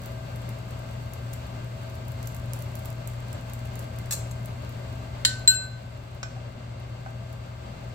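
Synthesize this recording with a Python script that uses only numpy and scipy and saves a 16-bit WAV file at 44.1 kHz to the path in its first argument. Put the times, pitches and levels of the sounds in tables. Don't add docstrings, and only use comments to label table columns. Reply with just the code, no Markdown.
import sys
import numpy as np
from scipy import signal
from scipy.fft import rfft, irfft, next_fast_len
from scipy.io import wavfile
from scipy.ndimage import uniform_filter1d, map_coordinates

SR = 44100
rng = np.random.default_rng(int(sys.argv[2]) if len(sys.argv) > 2 else 0)


def to_wav(s):
    ch = np.atleast_2d(s).T
    pcm = np.round(np.clip(ch, -1, 1) * 32767)
    wavfile.write(sys.argv[1], SR, pcm.astype(np.int16))


N = 350154

# t/s, ring/dB, place (0 edge, 1 bowl), share of the free ring time, crack/dB
SPOON_CONTACTS = [(5.2493, -2.5, 0.22, 0.45, -5), (5.476, 3.5, 0.99, 0.8, -10.5)]
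# t/s, tick level/dB
BUBBLE_LEVEL = [(0, -65), (1.9, -67), (2.45, -63.5), (3.8, -63.5), (5, -68.5), (7.94, -72)]


def spoon_ring(null_depth=0.1, mic_gap_lobes=0.043, rise_s=0.00041):
    # f/Hz, edge hit/dB, bowl hit/dB, t60/s, L-R/dB, left lead/rad,
    # sweep/(lobes per s), start/lobes
    modes = [(1528, -8.5, -21.5, 0.8, 5.5, .6, 8.6, -0.5), (2626, -45, -41, 0.79, 6, .5, 3, -0.31),
             (3015, -44, -40.5, 0.37, 4.5, .5, 3, -.1), (4091, -14, -8, .38, -1, 2.8, 7.5, -.03),
             (4086, -33, -31.5, 1.15, -6, 1, 1.8, -0.25), (6240, -53, -36, 0.35, -7, 1, 3, -.2),
             (7456, -31, -23, .48, 8, 1, 8, 0), (7527, -19, -9.5, .32, 9, 1, 11, -.05),
             (7700, -30.5, -16, 0.17, 7.5, 1.5, 8.7, 0), (10463, -24, -38, .28, -11.5, 0.9, 4, 0),
             (10780, -50, -39.5, 0.25, -13.5, 1, 4, -0.056), (11850, -45, -31.5, 0.42, -9, 1.3, 4, 0),
             (15700, -41.5, -42, 0.21, 8, 1, 3.7, 0)]
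    out, t = np.zeros((2, N)), np.arange(SR) / SR
    sides = np.array([[-.5], [.5]])
    attack = 1 - np.exp(-t / rise_s)
    for s, ring_db, place, hold, _ in SPOON_CONTACTS:
        for hz, edge_db, bowl_db, t60, pan, lead, sweep, start in modes:
            angle = np.pi * (place * sweep * t + start + mic_gap_lobes * sides)
            lobes = np.cos(angle) + 1j * null_depth
            wave = lobes * np.exp(1j * (2 * np.pi * hz * t - lead * sides))
            level_db = ring_db + edge_db + place * (bowl_db - edge_db) - 60 * t / (t60 * hold)
            add(out, s, panned(pan) * amp(level_db) * wave.imag * attack)
    return out


def spoon_crack(t60=0.029, rise_s=0.001, rest_db=-14):
    crack_spectrum = [(400, -24.5), (1000, -16.5), (1900, -5.5), (2400, -14.5), (3100, -1), (3500, -5),
                      (4500, 6), (5500, -8.5), (7000, -6), (7700, -3), (9300, -29), (10600, -8.5),
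                      (12500, -27), (15800, -16.5)]
    rest_modes = [(1880, 83, 4.5), (3090, 82, -7.5), (3790, 17, -8.5), (4060, 27, -15), (4200, 19, -26),
                  (4650, 61, -15), (4900, 35, -10.5), (5800, 140, -20.5), (6100, 76, -4)]
    out = np.zeros((2, N))
    for s, *_, crack_db in SPOON_CONTACTS:
        crack = burst(crack_spectrum, t60) + amp(rest_db) * ring(rest_modes)
        attack = 1 - np.exp(-np.arange(crack.shape[1]) / SR / rise_s)
        add(out, s, amp(crack_db) * crack * attack)
    return out


def ladle(ring_db=-8, scrape_db=-4, t60=0.093):
    contacts = [(4.109, -23.5), (4.1115, -31), (4.118, -38), (4.1231, -23), (4.130, -29), (4.133, -27),
                (4.143, -37), (4.311, -41)]
    modes = [(1240, 40, -14), (1720, 110, -3.5), (2720, 36, -15), (3530, 43, -7), (4166, 33, -4),
             (4630, 32, -10), (5540, 22, -6), (6460, 57, 0), (7460, 43, 1), (7700, 60, 1), (8400, 22, -6),
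             (10600, 45, -12), (11500, 26, -4), (12800, 45, -10), (14300, 45, -4), (15400, 45, -5)]
    scrape_spectrum = [(530, -47), (900, -15), (2140, -18), (2300, -17), (2630, -9), (3070, -33),
                       (4150, -5), (5160, -17), (5410, -14), (7490, 0.5), (9770, -15), (11600, -10),
                       (16000, -19)]
    out = np.zeros((2, N))
    for s, db in contacts:
        contact = amp(ring_db) * ring(modes) + amp(scrape_db) * burst(scrape_spectrum, t60)
        add(out, s, amp(db) * contact)
    return out * panned(1.2)


def dish(ring_db=-6, tap_db=-4, t60=0.042):
    # t/s, level/dB, treble limit/Hz, hollow note of the spot struck/Hz, its level/dB
    knocks = [(6.2303, -25, 9000, 690, 0), (6.234, -29, 9000, 676, -1), (6.363, -30.5, 900, 770, 0.5),
              (7.061, -25.5, 1200, 782, 1.5)]
    modes = [(1510, 15.5, 1.5), (2440, 37, -7), (5330, 110, 7), (6240, 56, 2.5), (7470, 62, 3.5)]
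    tap_spectrum = [(400, -10), (1400, 0), (2000, -6), (4500, -7), (8000, -17), (10000, -24), (16000, -18)]
    out = np.zeros((2, N))
    for s, db, limit_hz, hollow_hz, hollow_db in knocks:
        ringing = ring([*modes, (hollow_hz, 18, hollow_db)])
        knock = amp(ring_db) * ringing + amp(tap_db) * burst(tap_spectrum, t60)
        add(out, s, amp(db) * filtered(knock, lambda hz: 1 / (1 + 1j * hz / limit_hz) ** 2))
    return out


def pops(snap_db=-2.0, snap_t60=0.0081, scatter_db=-18, scatter_t60=.06):
    loudest = [(0.0593, -32.5, -5), (0.491, -33, -8), (1.3314, -31.5, 0.0), (2.229, -32.5, -7),
               (2.273, -26, -6.5), (2.3464, -31, -4), (2.3655, -32, -3), (2.5345, -27, -10.5),
               (2.6227, -32, -7), (2.7541, -30, -5), (2.8566, -32.5, -17), (3.075, -27.5, -6.0),
               (3.3298, -33, -7), (3.498, -37.5, -9), (3.7923, -29.5, -1), (3.987, -32.5, -9)]
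    spectrum = [(1500, -15.5), (4000, -4), (5800, -3), (7500, 9.5), (9500, -6.5), (12000, 8), (16000, -1)]
    out = np.zeros((2, N))
    for s, db, pan in [*loudest, *small_pops()]:
        snap = amp(snap_db) * burst(spectrum, snap_t60)[0]
        scatter = amp(scatter_db) * burst(spectrum, scatter_t60)
        add(out, s, amp(db) * panned(pan) * (snap + scatter))
    return from_pan(out)


def small_pops(count=54, over_ticks_db=24, spread_db=7.0, pan_db=-2):
    tick_db, = curves(BUBBLE_LEVEL)
    activity = np.cumsum(amp(tick_db) ** 2)
    at = np.searchsorted(activity, rng.random(count) * activity[-1])
    size, lean = rng.standard_normal((count, 2)).T
    return np.transpose([at / SR, tick_db[at] + over_ticks_db + spread_db * size, pan_db + 2 * lean])


def sizzle(ticks_per_s=260, spread_db=6.5, hiss_db=-62, drying_db_per_s=0.44):
    fizz_spectrum = [(3000, -10.5), (5500, -3), (8000, 7), (9400, -14), (10500, -3.5), (11800, 5),
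                     (14000, -2.5), (16000, -2.5)]
    colour = lambda hz: amp(along(fizz_spectrum, hz))
    t = np.arange(N) / SR
    tick_db, = curves(BUBBLE_LEVEL)
    onsets = rng.random(N) < ticks_per_s / SR
    sizes = amp(spread_db * np.minimum(rng.exponential(size=N), 4))
    ticks = from_pan(onsets * sizes * panned(rng.normal(-5, 3, N)))
    bubbles = amp(tick_db) * unit(filtered(ticks, colour))
    hiss = unit(filtered(rng.standard_normal((2, N)), colour)) * panned(-5.5)
    steam = amp(hiss_db - drying_db_per_s * t) * hiss
    surge_db = .6 * wobble(6)
    shade_db = 2 * np.exp(-((t - 6.55) / .5) ** 2)
    return amp(surge_db - shade_db) * (steam + bubbles)


def from_pan(x):
    return filtered(x, lambda hz: arrival(hz, lead_ms=.2))


def fan(rush_db=-45.5, rumble_db=-40, flutter_db=0.77, swell_db=-0.17):
    rush_spectrum = [(160, -3.5), (280, -5), (333, -9.5), (380, -7.5), (446, -10), (650, -8.5), (832, -6),
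                     (1620, -11.5), (1770, -15.5), (2110, -16), (2540, -14.5), (4480, -20), (5660, -25.5),
                     (8010, -27), (9000, -42), (11700, -68.5), (19800, -120)]
    duct_modes = [(373, 65, 5), (561, 102, 9), (643, 130, 4.5), (1190, 75, 4.5), (2088, 76, 8),
                  (2740, 88, 6), (4520, 540, 3.5)]
    rumble_spectrum = [(22, -33), (36, -30), (48, -17.5), (62, -6), (73, 4.5), (100, 2), (116, 4),
                       (136, -2.5), (155, -3.5), (195, -8.5), (240, -7), (330, -27), (450, -61.5)]
    tones = [(57.7, -48.5, 4.5, -1, .1), (119.6, -37, 2.5, 1, .1), (649.3, -57, 10.5, 2, 1.8),
             (1571, -70, 25, 1.5, .8)]
    t = np.arange(N) / SR
    duct_db = lambda hz: sum(db / (1 + (2 * (hz - centre) / width) ** 2)
                             for centre, width, db in duct_modes)
    air_gain = amp(rush_db + flutter_db * wobble(18))
    air = air_gain * airflow(lambda hz: along(rush_spectrum, hz) + duct_db(hz))
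    rumble = amp(rumble_db) * airflow(lambda hz: along(rumble_spectrum, hz))
    hum = np.zeros((2, N))
    for hz, db, pan, waver, jitter in tones:
        gain = np.sqrt(2) * panned(pan) * amp(db + waver * wobble(5.7))
        hum += gain * np.sin(2 * np.pi * hz * t + jitter * wobble(20))
    return air + amp(swell_db * wobble(4)) * (rumble + hum)


def airflow(colour_db):
    likeness = [(60, 0.94), (130, 1), (260, 0.87), (330, .5), (400, 0.18), (700, 0)]
    direct_share = [(280, 0), (420, 0.13), (520, 0.68), (650, 0.36), (1000, 0.14), (2100, .5),
                    (4000, 0.025), (8000, 0.19)]
    balance = [(60, 3.5), (99, 1), (160, 5), (270, -0.5), (450, 5.5), (740, 5.5), (1220, 0), (2010, 2),
               (3330, 0), (5500, 0), (9080, 15), (15000, -12)]

    def paths(hz):
        turn = np.arccos(np.clip(along(likeness, hz), 0, 1)) / 2
        share = np.clip(along(direct_share, hz), 0, 1)
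        room = np.sqrt(1 - share)
        return amp(colour_db(hz)) * [room * np.cos(turn), room * np.sin(turn), np.sqrt(share)]
    mid, side, direct = filtered(rng.standard_normal((3, N)), paths)
    direct = filtered(direct, lambda hz: arrival(hz, lead_ms=.48))
    pair = np.array([mid + side, mid - side]) + direct
    pair = filtered(pair, lambda hz: panned(along(balance, hz)))
    return pair / pair.mean(0).std()


def kitchen(x, gap_s=.003):
    decay = [(200, 0.16), (2000, 0.31), (7500, 0.41), (15000, .2)]
    hz, t, noise = signal.stft(rng.standard_normal((2, SR // 2)), SR, nperseg=256)
    tail = signal.istft(noise * amp(-60 * t / along(decay, hz)[:, None]), SR, nperseg=256)[1]
    tail = np.pad(tail / np.linalg.norm(tail[0]), ((0, 0), (int(gap_s * SR), 0)))
    return signal.fftconvolve(x, tail, axes=1)[:, :N]


def gain_control(x, threshold_db=-17, deepest_cut_db=4, recover_db_per_s=0.73):
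    power = np.abs(uniform_filter1d(np.mean(x ** 2, 0), int(.03 * SR)))
    cut_db = np.clip(10 * np.log10(power + 1e-12) - threshold_db, 0, deepest_cut_db)
    return_db = recover_db_per_s * np.arange(N) / SR
    return x * amp(return_db - np.maximum.accumulate(cut_db + return_db))


def burst(spectrum, t60):
    t = np.arange(SR // 4) / SR
    noise = filtered(rng.standard_normal((2, len(t))), lambda hz: amp(along(spectrum, hz)))
    return unit(noise) * amp(-60 * t / t60)


def ring(modes):
    t = np.arange(SR // 4) / SR
    return sum(amp(db) * np.exp(-np.pi * width * t) * np.sin(2 * np.pi * (hz * t + rng.random((2, 1))))
               for hz, width, db in modes)


def arrival(hz, lead_ms):
    return np.exp(1j * np.pi * hz * lead_ms / 1000 * np.array([[1], [-1]]))


def panned(db):
    return amp(np.array([[.5], [-.5]]) * db)


def amp(db):
    return 10 ** (np.asarray(db) / 20)


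def unit(x):
    return x / np.sqrt(np.mean(x ** 2) + 1e-20)


def along(points, hz):
    f, v = np.transpose(points)
    return np.interp(np.log(hz + 1), np.log(f + 1), v)


def curves(rows):
    s, *cols = np.transpose(rows)
    return [np.interp(np.arange(N) / SR, s, c) for c in cols]


def wobble(rate):
    return map_coordinates(rng.standard_normal(int(N * rate / SR) + 4), [np.arange(N) * rate / SR])


def filtered(x, response):
    n = x.shape[-1]
    m = next_fast_len(n + 8192)
    return irfft(rfft(x, m) * response(np.fft.rfftfreq(m, 1 / SR)), m)[..., :n]


def add(track, s, x):
    part = track[:, round(s * SR):][:, :x.shape[-1]]
    part += x[..., :part.shape[-1]]


def scene(ring_room_db=-16, hits_room_db=-9):
    ringing = spoon_ring()
    hits = spoon_crack() + ladle() + dish() + pops()
    room = kitchen(amp(ring_room_db) * ringing + amp(hits_room_db) * hits)
    return ringing + hits + room + fan() + sizzle()


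def record(dry, top_hz=15950):
    x = gain_control(dry)
    rounded = x / (1 + np.abs(x) ** 6) ** (1 / 6)
    return filtered(rounded, lambda hz: 1 / np.sqrt(1 + (hz / top_hz) ** 160))


dry = scene()
out = record(dry)
to_wav(out)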